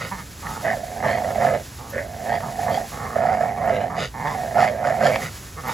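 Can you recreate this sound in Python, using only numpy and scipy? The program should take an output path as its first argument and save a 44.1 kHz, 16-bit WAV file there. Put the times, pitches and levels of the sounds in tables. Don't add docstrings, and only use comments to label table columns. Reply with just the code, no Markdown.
import sys
import numpy as np
from scipy import signal
from scipy.fft import rfft, irfft
from scipy.io import wavfile
from scipy.ndimage import uniform_filter1d

SR = 44100
rng = np.random.default_rng(int(sys.argv[2]) if len(sys.argv) > 2 else 0)


def generate_wav(signal):
    frames = np.transpose(np.atleast_2d(signal))
    scaled = np.clip(frames, -1, 1) * 32767
    pcm = np.round(scaled).astype(np.int16)
    wavfile.write(sys.argv[1], SR, pcm)


N = 252693
TIME = np.arange(N) / SR
FREQS = np.fft.rfftfreq(N, 1 / SR)


def gain_of(db):
    return 10 ** (np.asarray(db) / 20)


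def evened(x):
    return x / np.sqrt(np.mean(x ** 2) + 1e-20)


def steadied(x, span_s):
    size = max(int(span_s * SR), 2)
    power = uniform_filter1d(uniform_filter1d(x ** 2, size), size)
    return x / np.sqrt(abs(power) + 1e-9)


def read(points):
    hz, value = np.transpose(points)
    return np.interp(np.log(FREQS + 1), np.log(hz + 1), value)


def coloured(x, points):
    return evened(irfft(rfft(x) * gain_of(read(points)), N))


def wander(rate_hz):
    noise = rfft(rng.standard_normal(N))
    return evened(irfft(noise / (1 + (FREQS / rate_hz) ** 4), N))


def curve(rows, column):
    rows = np.array(rows)
    return np.interp(TIME, rows[:, 0], rows[:, column])


def loudness(tables, column, fade_s=0.0088):
    total = 0
    for rows in tables:
        inside_s = np.minimum(TIME - rows[0][0], rows[-1][0] - TIME)
        total = total + gain_of(curve(rows, column)) * np.clip(inside_s / fade_s + .5, 0, 1)
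    return total


def envelope(start_s, length_s, attack_s, release_s):
    rise = (TIME - start_s) / attack_s
    fall = (start_s + length_s - TIME) / release_s
    return np.clip(np.minimum(rise, fall) + .5, 0, 1)


def arch(middle_s, length_s):
    return np.cos(np.pi * np.clip((TIME - middle_s) / length_s, -.5, .5)) ** 2


def add(mix, start_s, sound):
    part = mix[max(round(start_s * SR), 0):][:len(sound)]
    part += sound[:len(part)]


def resonate(x, hz, width_hz):
    turn = np.exp(2j * np.pi * np.cumsum(hz * np.ones(len(x))) / SR)
    r = np.exp(-np.pi * width_hz / SR)
    return 2 * (turn * signal.lfilter([(1 - r) ** 2], [1, -2 * r, r * r], x / turn)).real


def cavity(x, modes):
    return sum(gain_of(db) * resonate(x, hz, width_hz) for hz, width_hz, db in modes)


FLUTTER, FLUTTER_HZ = .035, 30


def flutter():
    return 1 + FLUTTER * wander(FLUTTER_HZ)


def folds(pitch_hz, jitter, shimmer_db, rough, puff_share):
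    turns = np.cumsum(pitch_hz * np.exp(jitter * wander(90))) / SR
    slaps = np.diff(np.floor(turns), prepend=0)
    puffs = np.exp(-(turns % 1) / puff_share) * rng.standard_normal(N)
    rough = np.clip(rough, 0, 1)
    flow = (1 - rough) * evened(slaps) + rough * evened(puffs)
    flow = flow * gain_of(shimmer_db * wander(38))
    flow = signal.lfilter(*signal.iirnotch(355, 3, fs=SR), flow)
    return signal.sosfilt(signal.butter(4, 90, "highpass", fs=SR, output="sos"), flow)


# time_s, level_db
HISS_SWELL = [(0.0, -49.5), (0.33, -53.5), (0.51, -47.5), (0.7, -51), (1.56, -50), (1.98, -53.5),
              (2.87, -48.5), (3.03, -50), (3.29, -57), (3.72, -56), (3.97, -59.5), (4.41, -50), (4.84, -55),
              (5.19, -47.5), (5.6, -52.5), (5.73, -46.5)]
# pitch_hz, level_db
RUMBLE_COLOUR = [(15, -47), (30, -19), (52, 6.5), (100, 7), (160, -2), (270, -7), (600, -16.5), (1000, -18),
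                 (1800, -19)]
# pitch_hz, level_db
HISS_COLOUR = [(900, 5), (1600, 8), (3000, 3), (4500, 4), (7000, 5.5), (8500, 1), (11000, 4), (14500, -1.5),
               (16000, -8.5)]
# pitch_hz, likeness (0 to 1)
LIKENESS = [(60, .995), (200, .98), (640, 0.9), (3100, 1), (15000, 1)]
RUMBLE_DB, HISS_LIFT_DB = -40.5, 9.5
HISS_FLICKER_DB, HISS_FLICKER_HZ = 1.1, 14


def outdoors():
    level_db = curve(HISS_SWELL, column=1) + HISS_FLICKER_DB * wander(HISS_FLICKER_HZ)

    def side():
        rumble = coloured(rng.standard_normal(N), RUMBLE_COLOUR)
        rumble = irfft(rfft(rumble) / (1 + (FREQS / 1600) ** 4), N)
        crackle = rng.standard_normal(N) * (rng.random(N) < 350 / SR)
        hiss = coloured(rng.standard_normal(N) + 0.09 * evened(crackle), HISS_COLOUR)
        return rfft(gain_of(RUMBLE_DB) * evened(rumble) + gain_of(level_db + HISS_LIFT_DB) * hiss)

    left, other = side(), side()
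    same = np.clip(read(LIKENESS), 0, 1)
    right = same * left + np.sqrt(1 - same ** 2) * other
    return irfft(np.array([left, right]), N)


# middle_s, length_s, nose_db, nostril_hiss_db
SNORTS = [(0.033, 0.17, -29, -39.5), (4.019, 0.17, -26, -32), (5.245, 0.15, -28.5, -41),
          (5.698, 0.13, -31.5, -40.5)]
# pitch_hz, width_hz, level_db (relative)
NOSE_MODES = [(147, 46, 8.5), (493, 330, -1.5), (1420, 490, -4), (1910, 500, -2.5)]
# pitch_hz, width_hz, level_db (relative)
NOSTRIL_MODES = [(2980, 360, 5.5), (3640, 900, 4), (4700, 860, 2), (6200, 1500, -5), (9900, 1500, -14)]
HISS_LAG_S = 0.0068


def snort():
    palate = folds(120, jitter=.3, shimmer_db=1.5, rough=.8, puff_share=.7)
    nose = sum(gain_of(db) * arch(middle_s, length_s) for middle_s, length_s, db, _ in SNORTS)
    hiss = sum(gain_of(db) * arch(middle_s + HISS_LAG_S, length_s) for middle_s, length_s, _, db in SNORTS)
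    hollow = steadied(cavity(palate, NOSE_MODES), .03)
    nostrils = steadied(cavity(palate, NOSTRIL_MODES), .03)
    return nose * hollow + hiss * nostrils


FULL_PUSH_DB = -18
CHEST_SLOPE = 0.6
SNARL_CHEST_DB = -26.5
SNARL_ATTACK_S, SNARL_RELEASE_S = .006, .02
SNARL_SHIMMER_DB, SNARL_ROUGH_SHIMMER_DB = .8, 2.5
SNARL_PITCH_PER_DB = .018
MOUTH_WIDTH_HZ = 235
# start_s, length_s, effort_db, crest_place (0 to 1), end_sag_db, teeth_db (relative to effort),
# pitch_hz (before bends), roughness (0 to 1), low_mouth_hz, high_mouth_hz, high_mouth_db (relative to low)
SNARLS = [(0.112, 0.042, -27.5, 0.25, 9, -7.5, 187, 0.07, 950, 1120, -10),
          (0.15, 0.081, -41.5, 0.66, 2, 0.5, 179.1, 0.43, 960, 1160, 3),
          (0.425, 0.2, -33.5, 0.25, 3.5, -15, 121.8, 0.66, 877, 1210, -1.5),
          (1.033, 0.081, -25.5, 0.12, 7.5, -5.5, 151.5, 0.46, 901, 1100, -6.5),
          (1.783, 0.14, -40, 0.02, 5.5, -18, 111.2, 0.35, 880, 1097, -2),
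          (2.418, 0.098, -31.5, 0.21, 11.5, -22, 134, 0.58, 905, 1090, -6),
          (2.661, 0.069, -27, 0.43, 9.5, -8, 140.1, 0.54, 890, 1110, -6),
          (2.919, 0.28, -31.5, 0.51, 7, -7.5, 140.5, 0.9, 730, 1165, -0.5),
          (3.562, 0.11, -38, 0.74, 3.5, -19.5, 139.3, 0.71, 901, 1103, 4),
          (3.895, 0.085, -33, 0.27, 5.5, -9, 145.1, 0.6, 961, 1110, 0),
          (4.139, 0.06, -33, 0.69, 4, -7.5, 140, 0.26, 924, 1030, -11),
          (4.198, 0.05, -28.5, 1, 4.5, -5.5, 140.6, 0.4, 863, 1000, -19),
          (4.246, 0.11, -25, 0.05, 7.5, -16, 145.2, 0.58, 820, 1000, -2),
          (5.567, 0.0548, -36, 0.33, 7, -5.5, 144.7, 0.15, 745, 1200, 6),
          (5.635, 0.1, -26, 0.58, 11.5, -12, 135.4, 0.53, 901, 1123, -4)]


def snarl():
    effort, bend = np.zeros(N), np.ones(N)
    for start_s, length_s, db, crest, end_sag_db, *_ in SNARLS:
        crest = np.clip(crest, .01, .99)
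        sag_db = np.interp((TIME - start_s) / length_s, [0, crest, 1], [end_sag_db, 0, end_sag_db])
        sounding = envelope(start_s, length_s, SNARL_ATTACK_S, SNARL_RELEASE_S)
        effort += gain_of(db - sag_db) * sounding
        bend -= SNARL_PITCH_PER_DB * (sag_db - end_sag_db / 2) * sounding

    start_s, length_s, _, _, _, *shapes = np.transpose(SNARLS)
    middle_s = start_s + length_s / 2
    teeth_db, pitch_hz, rough, low_hz, high_hz, high_db = (np.interp(TIME, middle_s, shape) for shape in shapes)
    shimmer_db = SNARL_SHIMMER_DB + SNARL_ROUGH_SHIMMER_DB * rough
    drive = folds(pitch_hz * bend, jitter=.42 * rough, shimmer_db=shimmer_db, rough=rough / 2, puff_share=.4)

    mouth = resonate(drive, low_hz * flutter(), MOUTH_WIDTH_HZ)
    mouth += gain_of(high_db) * resonate(drive, high_hz * flutter(), MOUTH_WIDTH_HZ)
    teeth = cavity(drive, [(1828, 290, 7), (2060, 260, 4)])
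    body = resonate(drive, 167, 136)
    body += gain_of(-4) * (850 / low_hz) ** 4 * resonate(drive, 456, 136)
    chest = gain_of(SNARL_CHEST_DB) * (effort / gain_of(FULL_PUSH_DB)) ** CHEST_SLOPE
    head = gain_of(1.0) * steadied(mouth, .04) - gain_of(teeth_db) * steadied(teeth, 0.025)
    return effort * head + chest * steadied(body, 0.028)


# start_s, level_db (before a fixed 3 dB cut)
SNAPS = [(0.4685, -16), (2.4059, -19), (4.2807, -14), (4.6049, -8), (5.1589, -8), (5.6963, -16)]


def rope():
    out, t = np.zeros(N), np.arange(SR // 20) / SR
    for start_s, db in SNAPS:
        click = np.exp(-t / 0.001) * rng.standard_normal(len(t))
        snap = cavity(click, [(1110, 1200, 7), (1800, 290, 9.1)])
        add(out, start_s, gain_of(db - 3) * snap / abs(snap).max())
    return out


THROB_HZ, THROB_PUSH_HZ = 20, 26
THROB_DB, THROB_PUSH_DB = 5.8, 3.4


def throbbing(push):
    rate_hz = (THROB_HZ + THROB_PUSH_HZ * push) * np.exp(.42 * wander(25))
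    turns = np.cumsum(rate_hz) / SR
    starts_s = [rows[0][0] for rows in GROWLS]
    turns -= np.interp(starts_s, TIME, turns)[np.searchsorted(starts_s, TIME) - 1]
    return gain_of(-(THROB_DB - THROB_PUSH_DB * push) * np.cos(2 * np.pi * turns))


# middle_s, length_s, rasp_db, lip_hz, lower_throat_db, whistle_db, tooth_gap_hz
# (lip_hz and tooth_gap_hz are the pitches near the middle of the tug)
TUGS = [(0.692, 0.13, -25.5, 1814, -55, -63, 2870), (1.096, 0.26, -31, 1845, -31.5, -42.5, 3100),
        (1.451, 0.43, -39, 1784, -30.5, -47, 2650), (1.98, 0.14, -30.5, 1830, -68, -71, 2922),
        (2.326, 0.15, -34.5, 1830, -34, -43.5, 3300), (2.727, 0.14, -47.5, 1884, -30, -39, 3265),
        (3.34, 0.57, -53, 1580, -67, -59.5, 4860), (3.756, 0.28, -38.5, 2004, -31, -44, 2800),
        (4.288, 0.14, -31, 1850, -38.5, -46, 3503), (4.605, 0.073, -27.5, 1500, -26.5, -41, 3260),
        (4.658, 0.13, -27, 1990, -54, -48.5, 3250), (4.877, 0.14, -29.5, 1570, -63, -64, 2920),
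        (5.048, 0.15, -25.5, 1650, -22.5, -40, 3260), (5.133, 0.17, -29.5, 2120, -32, -45, 3320)]
LIP_WIDTH_HZ, LIP_RISE_PER_S = 400, 1
GAP_RISE_PER_S = .7
GAP_OVERTONE, GAP_OVERTONE_DB = 1.4, -6
WHISTLE_LAG_S = 0.015


def bared_teeth(drive):
    out = np.zeros(N)
    for middle_s, length_s, rasp_db, lip_hz, _, whistle_db, gap_hz in TUGS:
        span = slice(int((middle_s - length_s) * SR), int((middle_s + length_s) * SR))
        since_s = TIME[span] - middle_s
        lips = resonate(drive[span], lip_hz * np.exp(LIP_RISE_PER_S * since_s), LIP_WIDTH_HZ)
        whistle_hz = gap_hz * np.exp(GAP_RISE_PER_S * (since_s - WHISTLE_LAG_S))
        gap = cavity(drive[span], [(whistle_hz, .08 * gap_hz, 0),
                                   (whistle_hz * GAP_OVERTONE, .13 * gap_hz, GAP_OVERTONE_DB)])
        rasp_gain = gain_of(rasp_db) * arch(middle_s, length_s)[span]
        whistle_gain = gain_of(whistle_db) * arch(middle_s + WHISTLE_LAG_S, length_s)[span]
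        out[span] += rasp_gain * steadied(lips, 0.043)
        out[span] += whistle_gain * steadied(gap, 0.31)
    return out


# middle_s, crest_rms_db, ring_hz (before wobble)
HEAVES = [(0.715, -18, 688), (0.839, -24, 698), (1.066, -16, 660), (1.155, -18, 677), (1.362, -19, 697),
          (1.387, -17, 701), (1.453, -12, 690), (1.512, -16, 623), (1.966, -22, 537), (2.324, -17, 719),
          (2.379, -20, 659), (2.595, -20, 711), (2.671, -19, 699), (2.708, -17, 680), (2.779, -17, 710),
          (3.165, -13, 624), (3.191, -16, 654), (3.257, -14, 714), (3.291, -15, 711), (3.412, -15, 689),
          (3.437, -16, 696), (3.708, -13, 679), (3.844, -18, 698), (3.984, -21, 691), (4.56, -16, 700),
          (4.573, -13, 702), (4.591, -10, 699), (4.629, -11, 726), (4.909, -16, 664), (5.013, -17, 696),
          (5.059, -11, 689)]
HEAVE_S, CATCH_S = .02, .036
CATCH_DEPTH = .68
HEAVE_JITTER, HEAVE_JITTER_HZ = .065, 170


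def heaves():
    ring, catch = np.zeros(N), np.zeros(N)
    swell = np.hanning(int(HEAVE_S * SR))
    wobble = 1 + HEAVE_JITTER * wander(HEAVE_JITTER_HZ)
    for middle_s, db, hz in HEAVES:
        turns = np.cumsum(hz * wobble[int(middle_s * SR):][:len(swell)]) / SR
        tone = np.sqrt(2) * np.sin(2 * np.pi * turns)
        add(ring, middle_s - HEAVE_S / 2, gain_of(db) * swell * tone)
        add(catch, middle_s - CATCH_S / 2, signal.windows.tukey(int(CATCH_S * SR), .5))
    return ring, 1 - CATCH_DEPTH * np.minimum(catch, 1)


# time_s, effort_db, throat_hz (main throat resonance, before flutter)
GROWLS = [
    [(0.625, -34.5, 664), (0.653, -22.5, 670), (0.721, -23, 693), (0.762, -28, 650), (0.825, -39, 650),
     (0.889, -36, 670), (1.009, -30, 737), (1.057, -23, 669.5), (1.2, -25, 703), (1.29, -25, 635),
     (1.345, -28, 706), (1.441, -18.5, 707), (1.505, -20, 664), (1.553, -21, 623), (1.64, -47, 666)],
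    [(1.92, -47, 568), (1.928, -36.5, 545), (1.96, -26, 542), (2.01, -30, 570), (2.08, -39, 676),
     (2.2, -35, 687), (2.33, -22, 732), (2.382, -26, 656), (2.394, -32.5, 671), (2.574, -34.5, 707),
     (2.584, -27, 703), (2.77, -24, 682), (2.838, -31, 726), (2.88, -49.5, 722)],
    [(3.147, -31, 610), (3.157, -22, 628), (3.317, -19, 728), (3.393, -25, 700), (3.415, -20, 695),
     (3.555, -31, 749), (3.7, -18.5, 693), (3.735, -23.5, 601), (3.853, -25, 695), (3.901, -35, 727),
     (3.991, -29, 679), (4.045, -36, 600)],
    [(4.34, -27, 778), (4.434, -28, 675), (4.538, -30, 688), (4.564, -16, 674), (4.624, -15, 717),
     (4.7, -25, 617), (4.78, -29.5, 675), (4.878, -19.5, 675), (4.974, -26, 716), (5.054, -16.5, 696),
     (5.12, -21, 610), (5.178, -28, 710), (5.24, -40, 770)],
]
# pitch_hz, width_hz, level_db (relative)
RASP_MODES = [(1776, 320, 17), (2005, 188, 11.5)]
# pitch_hz, width_hz, level_db (relative)
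SPRAY_MODES = [(2880, 120, 15), (3320, 210, 7.3), (4840, 1300, 11.6), (6900, 760, 9.3), (10323, 1290, 1.5)]
# pitch_hz, width_hz, level_db (relative)
CHEST_MODES = [(104.5, 46, -4), (134.73, 51, 1), (214.5, 56, 0), (430, 92, -1)]
RASP_DB, RASP_SLOPE, CHEST_DB = -31.5, 0.91, -33.5
THROAT_WIDTH_HZ, LOWER_RING_DB = 130, -12


def growl():
    effort = loudness(GROWLS, column=1)
    throat_hz = curve(np.concatenate(GROWLS), column=2)
    strain = effort / gain_of(FULL_PUSH_DB)
    push = np.clip(strain, 0, 1)
    hollow = sum(gain_of(db) * arch(middle_s, length_s) for middle_s, length_s, _, _, db, *_ in TUGS)
    rasp = gain_of(RASP_DB) * strain ** RASP_SLOPE
    chest = gain_of(CHEST_DB) * push ** CHEST_SLOPE + gain_of(-12) * hollow

    # the second has more turbulent air, and only half the throb in dB
    slapping, airy = folds(80 + 50 * push, jitter=.24, shimmer_db=2, rough=[[.28], [.58]], puff_share=.8)
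    throb = throbbing(push)
    drive, front = throb * slapping, np.sqrt(throb) * airy

    upper = resonate(drive, throat_hz * flutter(), THROAT_WIDTH_HZ)
    lower = resonate(drive, throat_hz * 0.824 * flutter(), 76.0)
    upper += gain_of(-14.5) * push * resonate(drive, throat_hz * 1.195 * flutter(), THROAT_WIDTH_HZ)
    ring, catch = heaves()
    throat = steadied(upper + gain_of(LOWER_RING_DB) * lower, 0.014)
    voice = ring + gain_of(1.02) * effort * catch * throat
    voice += hollow * steadied(lower, 0.03)

    jaw = np.sqrt(throat_hz / 675)
    rasp_modes = [(hz * jaw * flutter(), width_hz, db) for hz, width_hz, db in RASP_MODES]
    voice += gain_of(-0.5) * rasp * steadied(cavity(front, rasp_modes), 0.043)
    voice += gain_of(2.5) * chest * steadied(cavity(drive, CHEST_MODES), 0.01)

    harsh = rasp * push
    voice += gain_of(0.5) * harsh * steadied(resonate(front, 1360 * jaw * flutter(), 260), 0.032)
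    tug_rasp = sum(gain_of(db) * arch(middle_s, length_s) for middle_s, length_s, db, *_ in TUGS)
    blast = rasp + gain_of(-4.0) * tug_rasp * push
    spray = gain_of(9.5) * blast * (blast / gain_of(4.0)) ** 0.75
    return voice + spray * steadied(cavity(front, SPRAY_MODES), 0.17) + bared_teeth(front)


# start_s, level_db (before the fade), pitch_hz, fade_s (time to fall 60 dB)
TINKLES = [(0.628, -43.5, 14300, 0.066), (1.898, -33, 12150, 0.067), (2.695, -35, 12320, 0.086),
           (3.657, -34.5, 14130, 0.069), (5.676, -28, 12200, 0.085)]


def harness():
    out, t = np.zeros(N), np.arange(SR // 5) / SR
    for start_s, db, hz, fade_s in TINKLES:
        fade = gain_of(db - 60 * t / fade_s) * (1 - np.exp(-t / 0.002))
        add(out, start_s, fade * np.sin(2 * np.pi * hz * t))
    return out


def yard(x, t60_s, tail_db):
    t = np.arange(SR // 2) / SR
    taps = rng.standard_normal((2, len(t))) * (rng.random((2, len(t))) < 2000 / SR)
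    taps = taps * (t > .004) * gain_of(-60 * t / t60_s)
    taps = signal.sosfilt(signal.butter(2, 450, "highpass", fs=SR, output="sos"), taps)
    taps /= np.linalg.norm(taps, axis=1, keepdims=True)
    return x + gain_of(tail_db) * signal.fftconvolve(x[None], taps, axes=1)[:, :N]


def scene():
    background = outdoors()
    dog = snort() + snarl() + growl()
    tackle = rope() + harness()
    return yard(dog + tackle, t60_s=0.06, tail_db=-11) + background


# pitch_hz, left_minus_right_db
BALANCE = [(60, -1.1), (380, -2.3), (700, -6.9), (1290, -3.3), (2380, -1), (4400, 0)]
# pitch_hz, left_lead_radians
PORT_PHASE = [(0, 0), (80, -.12), (520, -.2), (780, .1), (2100, .7), (3500, 0), (7500, 0), (9050, -3.1),
              (11000, -6.2), (13100, -9.3), (15000, -12.5)]
EDGE_HZ = 15900


def record(dry):
    lean = gain_of(read(BALANCE))
    ports = np.array([lean, np.exp(-1j * read(PORT_PHASE))]) * 2 / (1 + lean)
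    heard = irfft(rfft(dry) * ports, N)
    heard = heard / (1 + (heard / .9) ** 8) ** (1 / 8)
    low_pass = signal.firwin(511, EDGE_HZ, window=("kaiser", 9), fs=SR)
    return signal.oaconvolve(heard, low_pass[None], "same")


dry = scene()
out = record(dry)
generate_wav(out)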